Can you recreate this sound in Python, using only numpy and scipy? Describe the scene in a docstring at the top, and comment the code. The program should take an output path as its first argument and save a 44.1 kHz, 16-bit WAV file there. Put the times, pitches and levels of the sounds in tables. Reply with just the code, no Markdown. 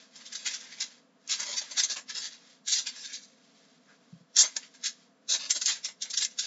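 """Aluminium foil is folded and pressed by someone kneeling on the floor of a small room.
Each push buckles the foil in a cascade of tiny snaps that ring its facets; stiff creases give way with
sharp ticks, and between pushes the sheet slides softly and once scrapes. A knee bumps the floor.
A small microphone with little bass and no top hears it over a steady low whirr."""
import sys
import numpy as np
from scipy import signal
from scipy.fft import rfft, irfft
from scipy.io import wavfile
from scipy.ndimage import uniform_filter1d

SR = 44100
rng = np.random.default_rng(int(sys.argv[2]) if len(sys.argv) > 2 else 0)


def log_audio(samples):
    """Write samples as a 16-bit WAV file to the path given in sys.argv[1]."""
    # one column per channel
    frames = np.atleast_2d(samples).T
    # limit to full scale, then quantise
    limited = np.clip(frames, -1, 1)
    pcm = np.round(limited * 32767).astype(np.int16)
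    wavfile.write(sys.argv[1], SR, pcm)


N = 285210

# spectrum of the room's whirr: frequency_hz, level_db
WHIRR_SPECTRUM = [(50, -22), (100, -38.5), (155, -7.5), (210, -2.5), (265, 0), (345, -20.5), (430, -10.5),
                  (520, -6), (590, -19), (660, -6.5), (800, -20.5), (1100, -15.5), (2200, -24), (7400, -31)]
# the hands slide the sheet: start_s, length_s, level_db
SLIDES = [(0, 0.017, -56), (0.177, 0.74, -55), (1.347, 0.56, -50), (2.1, 0.34, -61), (2.445, 0.083, -59.5),
          (2.86, 0.12, -54), (3.203, 0.552, -67), (3.86, .09, -65.5), (4.008, 0.21, -70.5),
          (4.4, 0.25, -56), (4.65, 0.38, -64.5), (5.32, .5, -65), (6.03, 0.47, -63.5)]
# spectrum of the sliding sheet: frequency_hz, level_db
FRICTION_SPECTRUM = [(300, -25), (900, -12), (1700, -3), (2400, -7), (3200, -2.5), (5000, -2.5),
                     (7400, -5.5)]
# bands of the whole sheet, its facets and the snaps: low_hz, high_hz
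FOIL_BANDS = [(170, 1200), (1200, 3000), (3000, 8200)]
# pushes that buckle the foil: crest_s, snap_level_db, hold_s, facet_re_snaps_db, sheet_re_snaps_db
BUCKLINGS = [(.161, -47, 0, -12, -20), (.262, -46, 0.0062, -11, -33), (.328, -37.5, 0.00031, -9.5, -35),
             (.353, -34, 0.0018, -14.5, -42), (.385, -49, 0.045, -9.5, -23), (.462, -30, .014, -6, -27),
             (.51, -39, 0.0057, -7, -24), (.541, -33, 0.0035, -11, -27), (.608, -45, 0, -13, -31),
             (.72, -49, 0.0084, -2.5, -24), (.809, -32, .018, -12, -28.5),
             (1.297, -35.5, 0.049, -6.5, -25.5), (1.311, -28.5, 0.018, -16.5, -33.5),
             (1.398, -35.5, 0.032, -8, -17), (1.466, -38, .05, -11, -15.5), (1.53, -37, 0.01, -12, -14.5),
             (1.572, -29.5, 0.013, -14, -31.5), (1.615, -40, 0.000077, -8, -12.5),
             (1.717, -37.5, 0.00057, -12, -16.5), (1.776, -25.5, 0.0064, -13, -24),
             (1.793, -22.5, 0.0062, -12, -29), (1.836, -26, 0.0076, -20.5, -30),
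             (1.9, -31.5, 0.021, -14, -24), (1.968, -37.5, 0.00062, -2.5, -11),
             (1.982, -44.5, 0, -3.5, -8.5), (2.096, -39, .011, -5.5, -23.5),
             (2.153, -35.5, 0.037, -12, -25), (2.222, -38.5, .042, -10, -26), (2.325, -49, 0.0083, -9, -27),
             (2.678, -30.5, 0.06, -15, -38), (2.726, -23.5, 0.0095, -22.5, -37.5),
             (2.758, -29.5, 0.019, -15.5, -35), (2.785, -31, 0.016, -16, -29.5),
             (2.868, -34, 0.011, -8, -26.5), (2.96, -47, 0.078, -12.5, -25),
             (3.045, -39, 0.0086, -11.5, -34), (3.09, -48, 0.065, -5, -33), (3.138, -38.5, 0.014, -23, -37),
             (3.231, -52, 0.0048, -16, -44), (4.367, -22.5, 0.046, -17, -35),
             (4.387, -17.5, 0.028, -29.5, -31.5), (4.434, -32.5, 0.02, -9.5, -14.5),
             (4.565, -32, 0, -9, -17.5), (4.631, -54, 0, 2, -40), (4.749, -54.5, 0, -7, -17),
             (4.841, -36.5, 0.032, -9, -43), (4.859, -28, 0.0052, -12.5, -44),
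             (5.298, -26, 0.039, -21, -29.5), (5.345, -28, 0.0069, -12, -20),
             (5.399, -40, 0.061, -8.5, -18.5), (5.506, -21.5, 0.0037, -14, -33),
             (5.555, -30.5, 0.0089, -15.5, -21), (5.618, -27.5, 0.0015, -13.5, -28.5),
             (5.66, -27, 0.011, -16.5, -41), (5.682, -28, 0.02, -8.5, -24), (5.714, -30.5, .007, -12, -25),
             (5.756, -45, .008, -5, -20), (5.847, -33.5, 0.014, -14, -29.5), (5.888, -46.5, 0, -2, -12),
             (6.024, -31, 0.0011, -16.5, -47.5), (6.053, -47.5, 0.0026, -2.5, -18),
             (6.106, -34, 0, -21, -29.5), (6.14, -30, 0, -11.5, -36), (6.177, -23.5, .002, -17.5, -44),
             (6.208, -31.5, .008, -15, -31), (6.224, -24, 0.0014, -13.5, -34), (6.249, -30.5, 0, -10, -43),
             (6.31, -52.5, 0, -10, -36), (6.392, -29.5, 0.015, -15, -48), (6.438, -37, 0.041, -12, -26)]
# spectrum of the crinkling foil: frequency_hz, level_db
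FOIL_SPECTRUM = [(150, -28), (350, -28), (460, -23.5), (780, -22.5), (1000, -15), (1270, -16.5),
                 (1650, -10), (2100, -9), (2400, -12), (3100, -5), (3600, 2), (5000, 1), (6500, 1.5),
                 (7400, -2.5)]
# single stiff creases giving way: start_s, level_db
STIFF_CREASES = [(0.8046, -18), (1.2763, -29), (1.297, -23), (1.4002, -19), (1.5743, -21.5), (1.777, -17),
                 (1.795, -12), (1.8365, -11.5), (1.9666, -28), (2.0951, -23), (2.6818, -17), (2.8697, -22),
                 (4.367, -10.5), (4.566, -13.5), (4.8414, -18.5), (5.2956, -16.5), (5.323, -14.5),
                 (5.5076, -8), (5.659, -9), (5.696, -13), (5.8466, -20), (6.0217, -15.5), (6.109, -22),
                 (6.1739, -13), (6.2487, -11), (6.3892, -18.5)]
# one soft scrape of the sheet: centre_s, spread_s, level_db, resonance_hz, bandwidth_hz
SOFT_SCRAPE = (3.912, .026, -61.5, 1520, 400)
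# the knee's bump and two fainter ones just after it: start_s, level_db
KNEE_BUMPS = [(4.124, -37), (4.155, -48.5), (4.204, -49)]
# modes of the floor: pitch_hz, level_db, t60_s
FLOOR_MODES = [(171.4, 13, 0.065), (145, -2, 0.11), (203, -2, 0.062)]

FOIL_TOP_HZ = FOIL_BANDS[-1][1]
MIDDLING_DB = -35  # the settings below hold for a push of this level
SNAPS_PER_S, SNAPS_DOUBLE_DB = 2900, 15  # rate at the crest; a push this much harder doubles it
RISE_S, FALL_S = 0.0078, 0.02  # time constants of the cascade
RISE_HALVES_DB, FALL_HALVES_DB = 30.5, 22.5  # a push this much harder halves them
# harder pushes snap smaller creases: base treble tilt, added tilt, extra force that doubles the latter
TILT_DB, BRIGHTEN_DB, BRIGHTEN_DOUBLES_DB = -0.5, 1.5, 6
# a hold about this short is a flick: its rise and fall lose up to this share, and it sounds brighter
FLICK_S, FLICK_SHARE, FLICK_TILT_DB = 0.0023, 0.32, 4.5


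def undb(db):
    """Amplitude grows tenfold for every 20 dB."""
    return 10 ** (np.asarray(db) / 20)


def unit(x):
    """Normalisation to an rms of 1."""
    return x / np.sqrt(np.mean(x ** 2) + 1e-30)


def colour(x, spectrum):
    """Spectral shaping by (frequency_hz, level_db) points joined along log frequency."""
    hz, db = np.transpose(spectrum)
    bin_hz = np.maximum(np.arange(len(x) // 2 + 1) * SR / len(x), 1)
    gain = undb(np.interp(np.log(bin_hz), np.log(hz), db))
    return irfft(rfft(x) * gain, len(x))


def band(x, edges_hz):
    """Zero-phase band-pass filtering, so that neighbouring bands add up flat."""
    return signal.sosfiltfilt(signal.butter(4, edges_hz, "bandpass", fs=SR, output="sos"), x)


def wander(rate_hz, size):
    """Random modulation: straight ramps between Gaussian values, with a spread near 1."""
    step = max(int(SR / rate_hz), 1)
    held = np.repeat(rng.standard_normal(size // step + 1), step)
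    return uniform_filter1d(held, step)[:size]


def gesture(t, rise_s, hold_s, fall_s):
    """Exponential growth up to t = 0, a plateau, then exponential decay."""
    return np.exp(-np.maximum(-t, 0) / rise_s - np.maximum(t - hold_s, 0) / fall_s)


def snaps(size, per_s, spread_db):
    """A Poisson process: creases pop in or out at random moments, with unequal strength."""
    fires = rng.random(size) < per_s / SR
    strength = undb(spread_db * np.minimum(rng.exponential(size=size), 4))
    return fires * strength * np.sign(rng.standard_normal(size))


def ringing(t60_s, wet_db):
    """Impulse response of dense damped modes: a direct click, then decaying noise."""
    t = np.arange(int(t60_s * SR) + 2) / SR
    ring = rng.standard_normal(len(t)) * undb(-60 * t / t60_s)
    ring *= undb(wet_db) / np.linalg.norm(ring)
    ring[0] += 1
    return ring


def whirr(level_db=-64.5):
    """Broadband noise with low spectral peaks: a steady rush, as of a fan, with faint hiss above."""
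    rush = unit(colour(rng.standard_normal(N), WHIRR_SPECTRUM))
    return rush * undb(level_db + 0.45 * wander(5.5, N))


def sliding(rise_s=0.046, fall_s=0.055):
    """Friction of foil on foil: tiny slips merge into a grain whose level follows the uneven pressure."""
    t = np.arange(N) / SR
    strokes = [undb(db) * gesture(t - start_s, rise_s, length_s, fall_s)
               for start_s, length_s, db in SLIDES]
    slips = colour(snaps(N, per_s=5000, spread_db=1.0), FRICTION_SPECTRUM)
    grain = band(slips, (FOIL_BANDS[0][0], FOIL_TOP_HZ))
    pressure_db = 1.6 * wander(35, N)
    return unit(grain) * np.max(strokes, axis=0) * undb(pressure_db)


def facet_resonance(x, tilt_db, ripple_db=1.5, count=22):
    """Resonance depends on shape: each new shape of the foil adds new broad peaks to its spectrum."""
    hz = np.geomspace(FOIL_BANDS[0][1], FOIL_TOP_HZ, count)
    brightness_db = tilt_db * np.interp(hz, [3800, 6800], [-.5, .5])
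    facets = np.column_stack([hz, brightness_db + ripple_db * rng.standard_normal(count)])
    return colour(colour(x, FOIL_SPECTRUM), facets)


def buckling(snap_db, hold_s, facet_db, sheet_db, size, lead):
    """Elastic instability: a push sets off a cascade of snaps, denser and brighter with more force."""
    force_db = snap_db - MIDDLING_DB
    flick = np.exp(-hold_s / FLICK_S)
    rise_s = RISE_S * 2 ** (-force_db / RISE_HALVES_DB) * (1 - FLICK_SHARE * flick)
    fall_s = FALL_S * 2 ** (-force_db / FALL_HALVES_DB) * (1 - FLICK_SHARE * flick)
    push = gesture((np.arange(size) - lead) / SR, rise_s, hold_s, fall_s)
    per_s = SNAPS_PER_S * 2 ** (force_db / SNAPS_DOUBLE_DB)
    clicks = snaps(size, per_s, spread_db=2.0) * push * undb(0.88 * wander(260.3, size))
    rung = signal.fftconvolve(clicks, ringing(t60_s=0.032, wet_db=-1))[:size]
    tilt_db = TILT_DB + BRIGHTEN_DB * 2 ** (force_db / BRIGHTEN_DOUBLES_DB) + FLICK_TILT_DB * flick
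    crackle = facet_resonance(rung, tilt_db)
    gains = undb(snap_db + np.array([sheet_db, facet_db, 0])) * np.sqrt(np.mean(push ** 2))
    return sum(gain * unit(band(crackle, edges)) for gain, edges in zip(gains, FOIL_BANDS))


def stray_bucklings(firm_db=-60.5, per_s=8, above_slide_db=2, scatter_db=2):
    """A buckling threshold: only firm slides set off faint cascades, given as rows like BUCKLINGS."""
    hold_s, facet_db, sheet_db = 0.003, -3, -16
    rows = []
    for start_s, length_s, slide_db in SLIDES:
        if slide_db > firm_db:
            for _ in range(int(length_s * per_s)):
                crest_s = start_s + length_s * rng.random()
                snap_db = slide_db + above_slide_db + scatter_db * rng.standard_normal()
                rows.append((crest_s, snap_db, hold_s, facet_db, sheet_db))
    return rows


def crinkling():
    """Superposition: the cascades add, each cresting at its own moment."""
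    size, lead = 20000, 5000  # samples in a cascade, and ahead of its crest
    out = np.zeros(N + 2 * size)
    for crest_s, *push in list(BUCKLINGS) + stray_bucklings():
        start = int(crest_s * SR)
        out[start:start + size] += buckling(*push, size, lead)
    return out[lead:lead + N]


def ticking(gain_db=-3.5, low_hz=2300):
    """Snap-through: each stiff crease flips at once and rings briefly in the treble."""
    size, lead = 4096, 256
    out = np.zeros(N + 2 * size)
    for start_s, level_db in STIFF_CREASES:
        ring = np.pad(ringing(t60_s=0.034, wet_db=7.0), (lead, size))[:size]
        tick = band(facet_resonance(ring, tilt_db=9.0), (low_hz, FOIL_TOP_HZ))
        start = int(start_s * SR)
        out[start:start + size] += undb(level_db + gain_db) * tick / np.abs(tick).max()
    return out[lead:lead + N]


def scraping():
    """Frictional excitation: a brief drag of the sheet drives one broad resonance."""
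    centre_s, spread_s, level_db, resonance_hz, bandwidth_hz = SOFT_SCRAPE
    resonator = signal.iirpeak(resonance_hz, resonance_hz / bandwidth_hz, fs=SR)
    grain = signal.lfilter(*resonator, snaps(N, per_s=3000, spread_db=0))
    drag = np.exp(-.5 * ((np.arange(N) / SR - centre_s) / spread_s) ** 2)
    return unit(grain) * undb(level_db) * drag


def knee(contact_s=0.011):
    """Damped free vibration: a soft weight lands on the floor and sets its low modes going."""
    out = np.zeros(N)
    for start_s, level_db in KNEE_BUMPS:
        t = np.maximum(np.arange(N) / SR - start_s, 0)
        ring = sum(undb(mode_db - 60 * t / t60_s) * np.sin(2 * np.pi * pitch_hz * t)
                   for pitch_hz, mode_db, t60_s in FLOOR_MODES)
        soft_onset = 1 - np.exp(-(t / contact_s) ** 2)
        out += undb(level_db) * ring * soft_onset
    return out


def scene():
    """Reverberation: the foil gains near reflections and a short room tail; knee and whirr add dry."""
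    foil = crinkling() + ticking() + sliding() + scraping()
    near = signal.fftconvolve(foil, ringing(t60_s=0.038, wet_db=-9))[:N]
    room = signal.fftconvolve(near, ringing(t60_s=0.31, wet_db=-22))[:N]
    return (room + knee() + whirr())[None]


def record(dry, bass_hz=120, top_hz=7530):
    """Band limiting: the microphone passes little bass, and its channel ends abruptly in the treble."""
    thin = signal.sosfilt(signal.butter(3, bass_hz, "highpass", fs=SR, output="sos"), dry)
    return signal.sosfilt(signal.ellip(12, .1, 70, top_hz, fs=SR, output="sos"), thin)


dry = scene()
out = record(dry)
log_audio(out)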